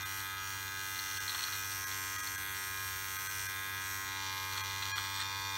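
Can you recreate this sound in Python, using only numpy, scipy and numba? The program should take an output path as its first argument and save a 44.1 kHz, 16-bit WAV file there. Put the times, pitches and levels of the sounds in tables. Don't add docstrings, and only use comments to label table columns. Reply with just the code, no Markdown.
import sys
import numpy as np
from scipy import signal
from scipy.fft import rfft, irfft, next_fast_len
from scipy.io import wavfile
from scipy.ndimage import uniform_filter1d, minimum_filter1d, map_coordinates
from numba import njit

SR = 44100
rng = np.random.default_rng(int(sys.argv[2]) if len(sys.argv) > 2 else 0)


def wav_out(sig):
    wavfile.write(sys.argv[1], SR, np.round(np.clip(np.atleast_2d(sig).T, -1, 1) * 32767).astype(np.int16))


N = 245637
TIME = np.arange(N) / SR

# f/Hz, level/dB
ROOM_TONE = [(20, -16), (45, -5), (80, 5), (110, 1.5), (160, -7.5), (250, -13.5), (600, -18), (2000, -54),
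             (12000, -73)]
# t/s, turn rate/Hz
MOTOR_SPEED = [(0.0, 97.2), (1.32, 96.94), (1.55, 97.93), (1.95, 96.46), (2.68, 96.55), (3.12, 96.58),
               (4.08, 96.71), (4.5, 96.3), (4.76, 97.06), (5.35, 97.5), (5.54, 97.1), (5.57, 96.6)]
# place/turns, level flat/dB, level on edge/dB
KNOCKS = [(.09, 0, 2.5), (0.191, -11.5, -25), (0.418, -11.5, -35), (.57, -1, -6), (0.8, -10, -2),
          (.95, -1.5, -13)]
# t/s, blend/0-1
EDGE_ROLL = [(4.0, 0.32), (4.22, 0.68), (4.6, 0.71)]
CORNER_TIP = [(4.8, 0.16), (5.002, 1)]
REGRIP = [(1.65, 0.38), (1.85, 0.99)]
# leaves/s, farthest/s, lands/s, widest gap/mm
LIFTS = [(0, .04, 0.066, 14), (0.178, .33, 0.45, 16.5), (.53, 0.694, 0.83, 7.4), (2.33, 2.531, 2.55, 17),
         (3.441, 3.597, 3.92, 16.5), (3.992, 4.169, 4.19, 8.1), (5.2, 5.32, 5.48, 7.5)]
# harmonic number, level/dB
HANDLE_BEFORE = [(1, -8), (2, -24.5), (3, -12.5), (4, -14.5), (5, -21), (6, -45.5), (7, -23.5), (8, -15),
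                 (9, -10.5), (10, -15.5), (11, -17), (12, -16), (13, 1), (14, -3), (15, 3), (16, 4.5),
                 (17, 2), (18, -8), (19, -20), (20, -3.5), (21, 3), (22, -17), (23, -32), (24, -22),
                 (25, -3.5), (26, -17), (27, -55)]
HANDLE_AFTER = [(1, -7), (2, -22), (3, -17), (4, -15.5), (5, -21), (6, -38), (7, -18.5), (8, -17.5),
                (9, -22), (10, -14.5), (11, -7.5), (12, -23), (13, -0.5), (14, -4), (15, 0), (16, 3),
                (17, 0), (18, -6), (19, -13), (20, 1.5), (21, -4.5), (22, -8.5), (23, -6), (24, -11),
                (25, -8.5), (26, -12), (27, -8)]
HANDLE_EDGE = [(1, -2), (2, -34), (3, -13.5), (4, -14.5), (5, -15), (6, -19.5), (7, -25), (8, -19), (9, 6),
               (10, 2.5), (11, 1.5), (12, 0.5), (13, -4.5), (14, -15.5), (15, -13), (16, -7), (17, -0.5),
               (18, -10.5), (19, -13), (20, -7.5), (21, -4.5), (22, -3), (23, -20), (24, -11.5), (25, 3),
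               (26, -15), (27, -37)]
# f/Hz, level/dB
CASING_FLAT_EQ = [(2650, -3), (2950, 1.5), (3300, 2), (3600, 1.5), (3900, -2.5), (4300, 0.5), (4800, -6),
                  (5400, -9), (5800, 5.5), (6000, -6), (6200, 2), (6500, -6), (6800, -0.5), (7050, -7),
                  (7300, -23.5)]
CASING_EDGE_EQ = [(2650, -6), (2950, 3.5), (3200, 2), (3600, 5), (3850, 3), (4150, 3), (4450, -3),
                  (4750, -4), (5100, -3), (5500, -2.5), (5900, 2), (6200, 1), (6500, -13), (6900, -2),
                  (7300, -11)]
CASING_CORNER_EQ = [(2650, -9), (2950, -0.5), (3150, -1), (3300, 3.5), (3600, 10), (3800, -6), (4050, -2),
                    (4300, 3), (4550, 4), (4800, -5.5), (5100, -2), (5500, -2.5), (6050, 4), (6500, -20),
                    (6800, -1.5), (7300, -8.5)]
TEETH_EQ = [(7300, -1), (7700, -4), (8050, 5.5), (8300, -0.5), (8600, 4), (9000, -1), (9400, -4),
            (10400, -6.5), (11500, -1.5), (12000, -3), (12450, 4), (12850, 7), (13250, 4), (14000, -0.5),
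            (15000, -1.5), (15750, -1)]
RATTLE_EQ = [(500, -32.5), (750, -12), (1000, 1.5), (1600, -0.5), (2400, 4), (3000, -12), (4500, 3)]
# t/s, level/dB
BUZZ_RIDE = [(0, -42.5), (1.4, -44), (2.0, -42.5), (2.45, -42), (2.65, -43), (3.1, -44), (3.45, -42),
             (5.57, -41.5)]
SIZZLE_RIDE = [(0, -50), (.17, -45.5), (.37, -51.5), (.51, -46), (.7, -50), (.86, -45.5), (2.3, -46.5),
               (3.45, -45.5), (3.78, -49), (3.94, -45.5), (4.19, -52.5), (4.44, -49.5), (5.15, -50.5),
               (5.3, -53), (5.57, -50.5)]
RUB_RIDE = [(0, -41), (.75, -44), (1.15, -38), (2.3, -38), (2.8, -45), (3.1, -43.5), (3.42, -37.5),
            (3.95, -40.5), (4.15, -50), (4.75, -43), (5.57, -49)]
# f/Hz, width/Hz, level/dB
RUB_MODES = [(5150, 35, 6), (5700, 1040, 5), (6300, 760, 4.5), (7500, 610, -24)]
COMB_MODES = [(3370, 590, 0.5), (4280, 560, 4), (8286, 840, -6.5)]
SHELL_MODES = [(1070, 550, -1.5), (1555, 340, 7), (2040, 410, 1)]
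# middle/s, half length/s, peak density/(hairs per s)
STUBBLE_PATCHES = [(0.214, 0.018, 25), (1.1, 0.14, 26), (1.42, 0.14, 85), (4.574, 0.058, 90),
                   (4.95, 0.25, 45), (5.202, 0.019, 170)]
# t/s, comb level/dB, shell level against comb/dB
THICK_HAIRS = [(0.203, -26.5, -7), (0.9903, -27.5, -15), (1.022, -34, -12), (1.1136, -29, -13.5),
               (1.1697, -24, -18), (1.2793, -23.5, -15), (1.288, -33, -16.5), (1.294, -25, -14),
               (1.3194, -28.5, -16), (1.3465, -25, -3), (1.351, -28, -10), (1.392, -26, -7),
               (1.407, -29, -9), (1.422, -26, -13), (1.43, -28, -9.5), (1.438, -21.5, -13),
               (1.482, -33.5, 3), (1.527, -28, -8.5), (1.534, -26, -11), (1.553, -35.5, 1),
               (1.6262, -35, -10), (1.647, -28, -7), (1.719, -29, -5), (1.9155, -28, -6), (2.2717, -27, -7),
               (4.5261, -28, -13), (4.579, -22, -5.5), (4.7002, -29, -9.5), (4.8264, -23, -10),
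               (4.9804, -23, -5), (5.1604, -23, -14), (5.2006, -25, -7), (5.2123, -25.5, -11),
               (5.219, -26, -8)]
# t/s, level of the sharp buzz/dB
DULL_MOMENTS = [(.045, -12), (1.193, -14), (1.857, -14), (2.175, -13), (2.22, -14), (2.37, -13),
                (3.18, -12), (3.285, -12), (3.478, -13), (4.627, -15), (4.938, -35)]

SOUND_MM_PER_S = 343000
FREE_GAP_MM = 13


def undb(db):
    return 10 ** (np.asarray(db) / 20)


def unit(x):
    return x / np.sqrt(np.mean(x ** 2))


def curve(table):
    return np.interp(TIME, *np.transpose(table))


def walk(rate_hz):
    points = rng.standard_normal(int(N / SR * rate_hz) + 2)
    return 1.358 * np.interp(TIME * rate_hz, np.arange(len(points)), points)


def eq(x, points):
    hz, db = np.transpose(points)
    size = next_fast_len(N + 4096)
    octave = np.log2(np.maximum(np.arange(size // 2 + 1) * SR / size, 1))
    beyond = np.abs(octave - np.clip(octave, np.log2(hz[0]), np.log2(hz[-1])))
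    gain = undb(np.interp(octave, np.log2(hz), db) - 210 * beyond)
    return irfft(rfft(x, size) * gain, size)[:N]


def ring(x, modes):
    return sum((-1) ** k * undb(db) * signal.lfilter(*signal.iirpeak(hz, hz / width, fs=SR), x)
               for k, (hz, width, db) in enumerate(modes))


def sharp_ring(x, modes):
    return ring(ring(x, modes), [(hz, width, 0) for hz, width, _ in modes])


@njit
def swept_band(x, hz, width):
    out, band_state, low_state = np.empty(len(x)), 0., 0.
    for i in range(len(x)):
        g = np.tan(np.pi * hz[i] / SR)
        band = (band_state + g * (x[i] - low_state)) / (1 + g * (g + width))
        band_state, low_state = 2 * band - band_state, low_state + 2 * g * band
        out[i] = width * band
    return out


def clicks(times, sizes):
    at = times[:, None] * SR
    taps = np.floor(at).astype(int) + np.arange(-7, 9)
    shape = np.sinc(taps - at) * np.cos(np.pi * (taps - at) / 16) ** 2
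    return np.bincount(np.clip(taps, 0, N).ravel(), (sizes[:, None] * shape).ravel(), N + 1)[:N]


def tail(t60):
    t = TIME[:int(t60 * SR) + 2]
    echo = rng.standard_normal(len(t)) * np.exp(-np.log(1000) * t / t60)
    return echo / np.linalg.norm(echo)


def room_rumble():
    return unit(eq(rng.standard_normal(N), ROOM_TONE)) * undb(-60)


def room(x, wet_db, t60=0.36, sway=1.0, shift=0):
    angle = sway * walk(2.953) + shift
    one, other = (signal.fftconvolve(x, tail(t60))[:N] for _ in range(2))
    return x + undb(wet_db) * (np.cos(angle) * one + np.sin(angle) * other)


def cheek_gap():
    return sum(mm * np.sin(np.interp(TIME, (leaves, farthest, lands), (0, np.pi / 2, np.pi)))
               for leaves, farthest, lands, mm in LIFTS)


def near_echo(x, gap_mm, echo, near_s):
    lag_s = near_s + 2 * gap_mm / SOUND_MM_PER_S
    return unit(x + echo * map_coordinates(x, [(TIME - lag_s) * SR], order=3))


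def gap_notch(x, gap_mm):
    hz = SOUND_MM_PER_S / (4 * np.maximum(gap_mm, 12))
    depth = 0.47 * np.minimum(gap_mm / FREE_GAP_MM, 1) ** 3
    return x - depth * swept_band(x, hz, width=0.21)


def tone_blur(x, at_s, region_hz=1500, size=2048):
    start = max(int(at_s * SR) - size // 2, 0)
    piece = x[start:start + size]
    spectrum = rfft(piece * np.hanning(size))
    strongest = -minimum_filter1d(-np.abs(spectrum), int(region_hz * size / SR) + 1)
    tones = irfft(spectrum * (np.abs(spectrum) / strongest) ** 3 * strongest ** 0.57)
    out = np.zeros(N)
    out[start:start + size] = unit(tones) * np.std(piece)
    return out


def dull_moments(x):
    hum = eq(x, [(20, 0), (130, 0.0036)])
    buzz = x - hum
    soft = eq(buzz, [(130, 0), (2400, -0.35), (4500, -2.6), (16000, -2.7)])
    duck_db, blur = 0, 0
    for at_s, dip_db in DULL_MOMENTS:
        length_s = .01 - .00064 * dip_db
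        window = np.exp(-np.minimum(np.abs(2 * (TIME - at_s) / length_s), 5) ** 4)
        duck_db += dip_db * window
        blur += tone_blur(soft, at_s) * undb(-5.5 - 0.2073 * dip_db)
    sharp = undb(duck_db)
    return hum + sharp * buzz + np.sqrt(1 - sharp ** 2) * blur


def passes(turns, place):
    return np.interp(np.arange(int(turns[-1] - place) + 1) + place, turns, TIME)


def stubble(turns, stray_per_s=1, hair_db=-35, crackle_db=-63.5, jitter_s=.0005):
    times = np.concatenate([passes(turns, .33), passes(turns, .85)])
    hairs_per_s = sum(density * np.exp(-((times - middle) / half) ** 2)
                      for middle, half, density in STUBBLE_PATCHES)
    late, scatter_db = rng.standard_normal((len(times), 2)).T
    caught = rng.random(len(times)) < hairs_per_s * TIME[-1] / len(times)
    db = np.where(caught, hair_db, crackle_db + 10 * np.log10(stray_per_s + hairs_per_s))
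    return times + jitter_s * late, db + scatter_db


def snaps(times, db, t60=.007):
    decay = np.exp(-np.log(1000) * TIME[:2000] / t60)
    envelope = signal.fftconvolve(clicks(times, undb(db)), decay)[:N]
    return envelope * np.sign(rng.standard_normal(N))


def hair_cuts(turns):
    thick_s, thick_db, shell_offset_db = np.transpose(THICK_HAIRS)
    fine_s, fine_db = stubble(turns)
    times = np.concatenate([thick_s, fine_s])
    comb = snaps(times, np.concatenate([thick_db, fine_db]) + 5)
    shell = snaps(times, np.concatenate([thick_db + shell_offset_db, fine_db - 3.5]) + 11.5)
    tick = undb(-15) * eq(comb, [(2500, 8), (12000, -10)])
    ringing = sharp_ring(comb, COMB_MODES) + sharp_ring(shell, SHELL_MODES)
    return room(ringing + tick, wet_db=-4, t60=0.069)


def blade_rub(turns, gap_mm, db_per_mm=-0.5, lag_s=0.022):
    times = passes(turns, .8)
    catches = clicks(times, undb(.9 * rng.standard_normal(len(times))))
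    ringing = eq(ring(catches, RUB_MODES), [(5250, 0), (9000, 0)])
    lift_db = db_per_mm * np.interp(TIME - lag_s, TIME, gap_mm)
    return unit(room(ringing, wet_db=-8)) * undb(curve(RUB_RIDE) + lift_db - 8.5)


def chatter(t60, tail_db):
    blow = undb(tail_db) * tail(t60)
    blow[0] += 1
    spectrum = rfft(blow, 4 * len(blow))
    return irfft(spectrum / np.abs(spectrum))[:len(blow)]


def drive_knocks(turns, roll, scatter_db, loose, chatter_s, chatter_db):
    out = 0
    for place, flat_db, edge_db in KNOCKS:
        times = passes(turns, place)
        db = flat_db + (edge_db - flat_db) * np.interp(times, TIME, roll)
        blows = clicks(times, undb(db + scatter_db * rng.standard_normal(len(times))))
        out += signal.fftconvolve(blows, chatter(chatter_s, chatter_db))[:N]
    envelope = np.sqrt(np.maximum(uniform_filter1d(out ** 2, size=60), 0))
    return unit(out + loose * envelope * rng.standard_normal(N))


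def loose_rattle(turns, roll):
    shaking = drive_knocks(turns, roll, scatter_db=0, loose=0, chatter_s=0.014, chatter_db=10)
    return unit(eq(shaking * rng.standard_normal(N), RATTLE_EQ)) * undb(-55)


def teeth_sizzle(turns, roll, gap_mm):
    blows = drive_knocks(turns, roll, scatter_db=0.61, loose=0.4, chatter_s=0.016, chatter_db=6.5)
    roomy = room(blows, wet_db=1, sway=1.5, shift=0.17 * gap_mm)
    drive = near_echo(roomy, gap_mm, echo=0.23, near_s=.0011)
    return unit(eq(drive, TEETH_EQ)) * undb(curve(SIZZLE_RIDE))


def casing_clack(turns, roll, gap_mm):
    blows = drive_knocks(turns, roll, scatter_db=1.7, loose=.2, chatter_s=0.02, chatter_db=-2.5)
    roomy = room(blows, wet_db=-6.5, sway=1.527, shift=0.16 * gap_mm)
    drive = near_echo(roomy, gap_mm, echo=0.12, near_s=0.000705)
    flat = unit(eq(drive, CASING_FLAT_EQ)) * undb(-47)
    edge = unit(eq(drive, CASING_EDGE_EQ)) * undb(-44)
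    corner = unit(eq(drive, CASING_CORNER_EQ)) * undb(-42)
    undamped = np.minimum(gap_mm / FREE_GAP_MM, 1) ** 2
    head_ring = unit(sharp_ring(drive, [(3432, 670, 0)])) * undb(-58) * undamped
    on_edge, on_corner = (roll - roll.min()) / np.ptp(roll), curve(CORNER_TIP)
    tilted = edge * (1 - on_corner) + corner * on_corner
    return (flat + head_ring) * (1 - on_edge) + tilted * on_edge


def handle_buzz(turns, roll, waver_db=1.27, hum_db=-51.5):
    regrip = curve(REGRIP)
    place, knock_db, _ = np.transpose(KNOCKS)
    buzz, power = 0, 0
    for (k, before_db), (_, after_db), (_, edge_db) in zip(HANDLE_BEFORE, HANDLE_AFTER, HANDLE_EDGE):
        flat_db = before_db + (after_db - before_db) * regrip
        db = flat_db * (1 - roll) + edge_db * roll
        phase = np.angle(np.sum(undb(knock_db) * np.exp(-2j * np.pi * k * place)))
        phase += rng.standard_normal()
        wave = np.sqrt(2) * np.cos(2 * np.pi * k * turns + phase) * undb(waver_db * walk(5))
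        if k == 1:
            hum = wave * undb(hum_db + db - edge_db)
        else:
            buzz += undb(db) * wave
            power += undb(2 * db)
    return hum + buzz / np.sqrt(power) * undb(curve(BUZZ_RIDE))


def scene():
    roll, gap_mm = curve(EDGE_ROLL), cheek_gap()
    flutter = 1 + 0.000528 * walk(30)
    turns = np.cumsum(curve(MOTOR_SPEED) * flutter) / SR
    rattle = loose_rattle(turns, roll)
    head = casing_clack(turns, roll, gap_mm) + teeth_sizzle(turns, roll, gap_mm)
    head += blade_rub(turns, gap_mm)
    trimmer = handle_buzz(turns, roll) + gap_notch(head, gap_mm) + rattle + hair_cuts(turns)
    return (dull_moments(trimmer) + room_rumble())[None]


def record(dry):
    return signal.sosfilt(signal.ellip(12, .1, 80, 15780, fs=SR, output="sos"), dry)


dry = scene()
out = record(dry)
wav_out(out)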